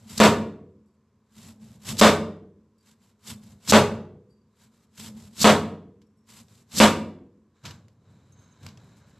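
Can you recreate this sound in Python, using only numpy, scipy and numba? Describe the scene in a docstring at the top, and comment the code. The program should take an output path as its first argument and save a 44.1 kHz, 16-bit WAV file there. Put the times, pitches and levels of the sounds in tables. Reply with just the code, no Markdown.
"""A cleaver bangs on a plastic board five times, taking thin slices off a peeled radish in a small kitchen.
The blade rasps through the wet flesh in short pushes and breaks through with a crunch; each landing
rings the board and the steel. Then the radish is set aside and a hand gathers the slices with rubs and
light knocks. The loose blade sings faintly now and then. Hard walls add a short reverb over quiet room
tone, and a close phone limits every bang."""
import sys
import numpy as np
from scipy import signal
from scipy.fft import rfft, irfft, next_fast_len
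from scipy.io import wavfile
from scipy.ndimage import uniform_filter1d, minimum_filter1d
from numba import njit

SR = 44100
rng = np.random.default_rng(int(sys.argv[2]) if len(sys.argv) > 2 else 0)


def to_wav(sig):
    """Store sig (one row per channel, or 1-D mono) as 16-bit WAV at the path in sys.argv[1].

    Samples outside -1..1 are clipped; the rate is SR.
    """
    pcm = np.clip(np.atleast_2d(sig), -1, 1) * 32767
    pcm = np.round(pcm).astype(np.int16)
    wavfile.write(sys.argv[1], SR, pcm.T)  # frames by channels


N = 405279
TIME = np.arange(N) / SR

# modes of the blade, damped by the grip and the radish: pitch_hz, level_db, t60_s
BLADE_MODES = [(2160, -10, .14), (2590, -6, .15), (2800, -9, .13), (3350, -5, .17), (3553, 0, .145),
               (3650, -8, .13), (4720, -10, .14), (5190, -11, .12), (6130, -14, .12), (7650, -11, .13),
               (7950, -12, .13)]
# tone colours: freq_hz, level_db
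CLICK_SPECTRUM = [(200, -10.5), (780, -9.5), (1000, 2), (1300, -2), (1900, 0.5), (3000, 3.5), (5000, 3.5),
                  (8000, -5.5), (8900, -16.5), (13000, -12)]  # hard contact
RASP_SPECTRUM = [(300, -6.5), (650, -10), (1000, -1.5), (1650, -7), (2100, -3), (2700, -3), (3600, -2),
                 (5000, -2), (6300, -4.5), (7700, 1), (8900, -9), (13000, -8.5)]  # wet flesh
RUB_SPECTRUM = [(300, -3.5), (800, -7.5), (980, 2), (1200, -3), (1600, -0.5), (1900, -9), (2200, -6.5),
                (2800, -13.5), (3050, -8.5), (3350, -15), (3900, -2), (4500, -16), (6000, -15),
                (7600, -10.5), (9000, -35.5), (13000, -43.5)]  # dull friction
RUMBLE_SPECTRUM = [(30, -17.5), (60, -13.5), (100, 4), (170, -2), (220, -5.5), (320, -15.5), (600, -20),
                   (1200, -31.5), (3000, -58.5)]  # low body of the board


def chops(clatter_db=5, crack_db=7, crack_t60=0.0076, blade_db=-11):
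    """The edge cracks on the board; board and blade ring in clear modes over a dense clatter."""
    # the blade lands: start_s, force_db, tilt_db_per_octave, board_db, clatter_t60_s, worktop_db
    landings = [(0.201, 0, -1.1, -3.5, 0.2, -23.5), (2.0126, -0.5, -1, -2.5, 0.22, -32.5),
                (3.7230, -2.5, -1.14, -3, 0.2, -38), (5.4435, -1.5, -1, -3, 0.21, -29.5),
                (6.8010, -1.5, -0.37, -5, .19, -9.5)]
    # colour of the clatter: freq_hz, level_db
    clatter_spectrum = [(35, -35.5), (85, -7.5), (125, -11.5), (220, -5.5), (320, -5.5), (560, 2),
                        (820, -5), (1100, -2.5), (1900, -9), (3600, -11), (5800, -18.5), (8100, -17),
                        (8900, -26.5), (13000, -28.5)]
    # struck modes: pitch_hz, level_db, t60_s
    thump_mode = [(215, 5.5, .21)]  # the whole board in its main mode
    board_modes = [(95, -21, 0.68), (160.8, -10, 0.29), (420.6, -14.5, 0.31), (513.4, -7, .17),
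                   (578, -7.5, 0.21), (625, -4.5, 0.23), (693.6, -6.5, 0.23), (938, -8.5, 0.27),
                   (967, -10, 0.27), (1036, -10.5, 0.25), (1118, -12.5, .18), (1220, -12, 0.29),
                   (1303, -11.5, 0.18), (1532, -10.5, 0.12)]  # its other modes
    worktop_mode = [(56, 0, 0.12)]  # the worktop gives under a heavy blow
    out, t = np.zeros(N), TIME[:SR]
    for start, force_db, tilt_db, board_db, clatter_t60, worktop_db in landings:
        clatter = noise(SR, clatter_spectrum, tilt_db) * fade(t, clatter_t60)
        crack = noise(SR, CLICK_SPECTRUM) * fade(t, crack_t60)
        board = ring(thump_mode) + amp(board_db) * ring(board_modes)
        steel = amp(blade_db) * ring(BLADE_MODES)
        thud = amp(worktop_db) * ring(worktop_mode)
        bang = amp(clatter_db) * clatter + amp(crack_db) * crack + board + steel + thud
        add(out, start, amp(force_db) * bang)
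    return out


def sawing(rasp_t60=0.13, hum_t60=0.52, hum_lag_s=0.008, hum_build_db=3):
    """Envelopes of rasp and board hum as the blade saws to and fro; the hum builds later and lingers."""
    # the blade is pushed into the flesh: full_pressure_s, hold_s, rise_s, rasp_db, hum_db
    pushes = [(0.104, 0.077, .06, -46, -44.5), (1.385, 0.12, 0.089, -53.5, -49.5),
              (1.878, 0.039, 0.053, -35, -34), (1.984, 0.014, .03, -39.5, -44),
              (2.871, 0.044, 0.068, -61.5, -66), (3.278, 0.037, 0.053, -41.5, -44.5),
              (3.668, 0.017, 0.068, -47, -50.5), (4.618, 0.029, 0.09, -60.5, -61),
              (4.991, 0.088, .055, -45.5, -44.5), (5.397, 0.016, 0.083, -43, -47.5),
              (6.292, .11, 0.03, -53.5, -55), (6.738, .015, 0.042, -41.5, -38)]
    # it is drawn lightly back through the cut: full_pressure_s, hold_s, rasp_db, hum_db
    draws = [(.005, 0.041, -69, -51.5), (1.62, 0.14, -63.5, -52), (3.021, 0.088, -69.5, -64.5),
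             (3.438, 0.097, -62, -54), (4.737, 0.11, -72, -67.5), (5.173, 0.1, -58, -52),
             (6.504, 0.11, -63.5, -59.5)]
    push_lean_db, draw_lean_db, draw_rise_s = 1, -2.5, 0.045  # a push bears down, a draw eases off
    moves = [(at, hold, rise, push_lean_db, *levels) for at, hold, rise, *levels in pushes]
    moves += [(at, hold, draw_rise_s, draw_lean_db, *levels) for at, hold, *levels in draws]
    rasp, hum = np.zeros(N), np.zeros(N)
    for at, hold, rise, lean_db, rasp_db, hum_db in moves:
        rasp += amp(rasp_db) * stroke(at, hold, rise, lean_db, rasp_t60)
        hum += amp(hum_db) * stroke(at + hum_lag_s, hold, rise, lean_db + hum_build_db, hum_t60)
    return rasp, hum


def slicing(hum_db=1, steel_db=-9, drag_db=-58, hard_push_db=-36, grip_t60=0.069):
    """Wet cells burst along the edge and ring the gripped blade; its drag makes the board hum."""
    # colour of the humming board: freq_hz, level_db
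    hum_spectrum = [(30, -27.5), (60, -10), (100, 0.5), (185, -5.5), (218, 8.5), (255, -11.5), (320, -19.5),
                    (420, -18), (1000, -28.5), (3000, -57.5)]
    rasp, hum = sawing()
    pressure = np.sqrt(rasp / amp(hard_push_db))
    bursts = grains(per_second=39000, spread_db=-0.5)
    catching = waver(depth_db=2, samples=300)  # the edge catches and slips on the fibres
    cells = colour(bursts * catching, RASP_SPECTRUM)
    # only a hard push wakes the steel; in a light one the dull rub of the blade's side stands out
    gripped_blade = ring(BLADE_MODES) * fade(TIME[:SR], grip_t60)
    steel = pressure * unit(signal.fftconvolve(cells, gripped_blade)[:N])
    drag = pressure * noise(N, RUB_SPECTRUM)
    board_hum = hum * noise(N, hum_spectrum)
    return rasp * (cells + amp(steel_db) * steel) + amp(drag_db) * drag + amp(hum_db) * board_hum


def breakthroughs(lean_db=2, release_t60=0.023):
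    """The blade speeds up as the slice gives way: a swelling crunch."""
    # the last of the slice breaks just before the chop: full_crunch_s, hold_s, rise_s, level_db
    breaks = [(0.18, 0.0011, 0.0092, -24), (1.993, .009, 0.016, -20), (3.696, .016, 0.023, -18.5),
              (5.416, .02, .04, -20.5), (6.783, .011, 0.046, -20.5)]
    # colour of the crunch: freq_hz, level_db
    crunch_spectrum = [(100, 0), (220, 4.5), (400, -11), (800, -16.5), (1300, -12.5), (2200, -14.5),
                       (4200, -0.5), (6000, -3.5), (8000, -2), (9000, -13), (13000, -11)]
    swell = sum(amp(db) * stroke(at, hold, rise, lean_db, release_t60) for at, hold, rise, db in breaks)
    return swell * colour(grains(per_second=10000, spread_db=-1), crunch_spectrum)


def knocks(rattle_db=-19, rattle_t60=0.23, thud_t60=0.081, thud_swell_t60=0.02):
    """Each light knock is a small wet click with a short rattle, and a soft thud of the board."""
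    # blade, radish and fingers touch down: start_s, click_db, click_t60_s, thud_db
    touches = [(0.177, -35, 0.012, -38), (0.192, -30.5, 0.027, -25.5), (1.969, -38, 0.023, -50),
               (3.677, -30.5, 0.02, -48.5), (4.978, -44, 0.011, -50.5), (6.017, -63.5, 0.053, -73.5),
               (6.483, -58, 0.021, -66.5), (6.719, -43, 0.01, -59), (7.638, -54, .05, -48),
               (7.653, -39.5, 0.18, -49.5), (7.708, -43.5, 0.048, -52), (7.883, -55, 0.011, -71.5),
               (8.631, -52, 0.024, -38.5), (8.665, -34.5, 0.0124, -42), (8.687, -49, 0.033, -41),
               (8.774, -52, 0.024, -47)]
    out, t = np.zeros(N), TIME[:SR // 2]
    for start, click_db, click_t60, thud_db in touches:
        click_decay = fade(t, click_t60) + amp(rattle_db) * fade(t, rattle_t60)
        click = noise(len(t), CLICK_SPECTRUM) * click_decay
        thud = noise(len(t), RUMBLE_SPECTRUM) * (fade(t, thud_t60) - fade(t, thud_swell_t60))
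        add(out, start, amp(click_db) * click + amp(thud_db) * thud)
    return out


def sliding(lean_db=-2, rub_t60=0.33, rumble_t60=0.73):
    """Envelopes of rub and rumble over all slides; the board rumbles on after the rub."""
    # radish, then hand and slices, slide: full_pressure_s, hold_s, rise_s, rub_db, rumble_db
    slides = [(7.564, 0.052, .06, -72, -77.5), (7.649, 0.051, 0.02, -48.5, -42.5),
              (8.091, 0.23, 0.19, -70.5, -56.5), (8.387, 0.24, .1, -67, -61.5),
              (8.651, 0.053, 0.092, -59, -47.5), (8.8, 0.43, .06, -65.5, -55.5)]
    rub, rumble = np.zeros(N), np.zeros(N)
    for at, hold, rise, rub_db, rumble_db in slides:
        rub += amp(rub_db) * stroke(at, hold, rise, lean_db, rub_t60)
        rumble += amp(rumble_db) * stroke(at, hold, rise, lean_db, rumble_t60)
    return rub, rumble


def handling(friction_db=-1, wet_db=-10, rumble_db=-1):
    """Skin and radish rub over the board; wet patches crackle in flurries of tiny clicks."""
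    rub, rumble = sliding()
    friction = colour(grains(per_second=11000, spread_db=-4), RUB_SPECTRUM)
    flurries = grains(per_second=3500, spread_db=0.5) * waver(depth_db=4, samples=2500)
    wet = colour(flurries, RASP_SPECTRUM)
    board_rumble = rumble * noise(N, RUMBLE_SPECTRUM)
    return rub * (amp(friction_db) * friction + amp(wet_db) * wet) + amp(rumble_db) * board_rumble


def tings(swell_t60=0.065, shimmer_db=-84):
    """Stuttering tones of the blade as it is lifted or wiped: one main mode over a faint shimmer."""
    # the loose steel sings: start_s, pitch_hz, level_db, t60_s
    tones = [(.86, 4660, -78.5, 0.26), (2.78, 4670, -72, 0.31), (4.29, 4660, -70, 0.39),
             (6.01, 5450, -79.5, 0.35), (6.16, 5500, -83, 0.89), (8.32, 6440, -63.5, 1.16)]
    # upper modes of the steel: pitch_hz, level_db, t60_s
    shimmer_modes = [(5450, -2, .3), (7000, -2, .3), (7700, 1, .3), (8350, -1, 0.32), (10300, -3, 0.35),
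                     (11700, -4, .3), (12550, -10, .3)]
    out, t = np.zeros(N), TIME[:SR]
    for start, hz, db, t60 in tones:
        tone = np.sin(2 * np.pi * hz * t) * (fade(t, t60) - fade(t, swell_t60))
        add(out, start, amp(db) * tone + amp(shimmer_db) * ring(shimmer_modes))
    return out * waver(depth_db=5, samples=600)


def kitchen_reverb(x, build_s=0.035):
    """Diffuse reflections from hard walls; the bass lingers longest."""
    # what the walls send back: freq_hz, level_db
    wall_spectrum = [(50, -9), (100, -3.5), (150, 0), (215, -6), (320, -2), (420, -0.5), (600, -4),
                     (1200, -0.5), (3000, -4), (13000, 1.5)]
    # decay of the room: freq_hz, t60_s
    decay_times = [(80, 1), (220, 0.87), (320, 0.87), (420, .78), (580, .58), (1200, 0.47), (3000, 0.44),
                   (8000, 0.35), (13000, 0.32)]
    t, hz = TIME[:SR], np.arange(SR // 2 + 1)
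    reflections = amp(on_log_axis(hz, wall_spectrum)) * np.exp(2j * np.pi * rng.random(len(hz)))
    edges_hz = np.geomspace(55, SR / 2, 28)
    tail = np.zeros(SR)
    for low, high in zip(edges_hz, edges_hz[1:]):
        band = irfft(reflections * (hz >= low) * (hz < high), SR)
        tail += band * fade(t, on_log_axis((low + high) / 2, decay_times))
    tail *= np.minimum(t / build_s, 1)
    return signal.fftconvolve(x, tail / np.sqrt(np.sum(tail ** 2)))[:N]


def room_tone(level_db=-66.5):
    """The quiet kitchen: a steady low murmur with a trace of hiss."""
    # colour of the background: freq_hz, level_db
    quiet_spectrum = [(30, -28), (60, -10), (95, 1.5), (170, -7.5), (218, 2), (320, -18.5), (420, -8.5),
                      (600, -21.5), (850, -25.5), (1010, -16), (1300, -25.5), (3000, -36), (7800, -38),
                      (9000, -47), (13000, -46.5)]
    return amp(level_db) * noise(N, quiet_spectrum)


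def stereo_side(x, level_db=-7, above_hz=4500):
    """The treble reaches the two microphones with a wandering phase difference; the bass is centred."""
    phase = uniform_filter1d(np.cumsum(0.1 * rng.standard_normal(N)), size=60)
    shifted = np.real(signal.hilbert(x, next_fast_len(N))[:N] * np.exp(1j * phase))
    treble = signal.butter(18, above_hz, "high", fs=SR, output="sos")
    return amp(level_db) * signal.sosfilt(treble, shifted)


def stroke(at, hold, rise, lean_db, release_t60, rise_db=25):
    """Envelope of one movement: it takes hold up to `at`, leans in or eases off, and lets go."""
    t = TIME - at
    taking_hold = rise_db * np.minimum(t / rise, 0)
    leaning = lean_db * (np.clip(t / hold, 0, 1) - 0.5)
    return amp(taking_hold + leaning) * fade(np.maximum(t - hold, 0), release_t60)


def ring(modes, scatter_db=0.3):
    """Struck modes; each blow lands on another spot, which shifts their weights."""
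    out, t = np.zeros(SR), TIME[:SR]
    for hz, db, t60 in modes:
        weight = amp(db + scatter_db * rng.standard_normal()) * rng.choice([-1, 1])
        out += weight * fade(t, t60) * np.sin(2 * np.pi * hz * t)
    return out


def grains(per_second, spread_db):
    """Tiny clicks of random size at random moments; spread_db lifts or sinks a few of them."""
    present = rng.random(N) < per_second / SR
    return present * rng.standard_normal(N) * amp(spread_db * np.minimum(rng.exponential(size=N), 4))


def waver(depth_db, samples):
    """A gain that wanders at random, changing over about this many samples."""
    return amp(depth_db * unit(uniform_filter1d(rng.standard_normal(N), size=samples)))


def noise(samples, spectrum, tilt_db=0):
    """Coloured noise at rms 1."""
    return colour(rng.standard_normal(samples), spectrum, tilt_db)


def colour(x, spectrum, tilt_db=0):
    """Give x a spectrum, tilted by tilt_db per octave around 1 kHz; rms 1."""
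    size = next_fast_len(len(x))
    hz = np.arange(size // 2 + 1) * SR / size
    octaves = np.log2(np.maximum(hz, 200) / 1000)
    dc_cut = hz ** 2 / (hz ** 2 + 25 ** 2)
    gain = dc_cut * amp(on_log_axis(hz, spectrum) + tilt_db * octaves)
    return unit(irfft(rfft(x, size) * gain, size)[:len(x)])


def on_log_axis(hz, points):
    """Read (freq_hz, value) points on a log-frequency axis."""
    freq_hz, value = np.transpose(points)
    return np.interp(np.log(hz + 1), np.log(freq_hz), value)


def fade(t, t60):
    """Exponential decay, 60 dB down after t60 seconds."""
    return np.exp(-np.log(1000) * t / t60)


def amp(db):
    """Decibels to gain."""
    return 10 ** (np.asarray(db) / 20)


def unit(x):
    """Scale to rms 1."""
    return x / np.sqrt(np.mean(x ** 2))


def add(track, start_s, sound):
    """Mix a sound into the track."""
    i = int(start_s * SR)
    track[i:i + len(sound)] += sound[:N - i]


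def scene(reverb_db=-18):
    """Everything on the board, heard in the quiet kitchen."""
    direct = chops() + slicing() + breakthroughs() + knocks() + handling() + tings()
    diffuse = amp(reverb_db) * kitchen_reverb(direct) + room_tone()
    mid = direct + diffuse
    side = stereo_side(direct + np.sqrt(2) * diffuse)  # the room is wider than the board
    return np.array([mid + side, mid - side])


@njit
def follow_peaks(x, release):
    """The limiter's detector: jumps up at once, then sinks."""
    out, peak = np.empty(len(x)), 0.
    for i in range(len(x)):
        peak = max(x[i], peak * release)
        out[i] = peak
    return out


def record(dry, ceiling=0.91, release_s=0.009, clip_at=0.88, low_cut_hz=42, top_hz=13050):
    """A look-ahead limiter flattens each bang; remaining peaks clip; deep bass and top are cut."""
    peak = follow_peaks(np.abs(dry).max(axis=0), np.exp(-1 / (release_s * SR)))
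    gain = ceiling / np.maximum(peak, ceiling)
    gain = uniform_filter1d(minimum_filter1d(gain, size=261), size=101)  # ducks just before the bang
    limited = np.clip(dry * gain, -clip_at, clip_at)
    low_cut = signal.butter(2, low_cut_hz, "high", fs=SR, output="sos")
    high_cut = signal.ellip(10, 0.2, 70, top_hz, fs=SR, output="sos")
    return signal.sosfilt(high_cut, signal.sosfilt(low_cut, limited))


dry = scene()
out = record(dry)
to_wav(out)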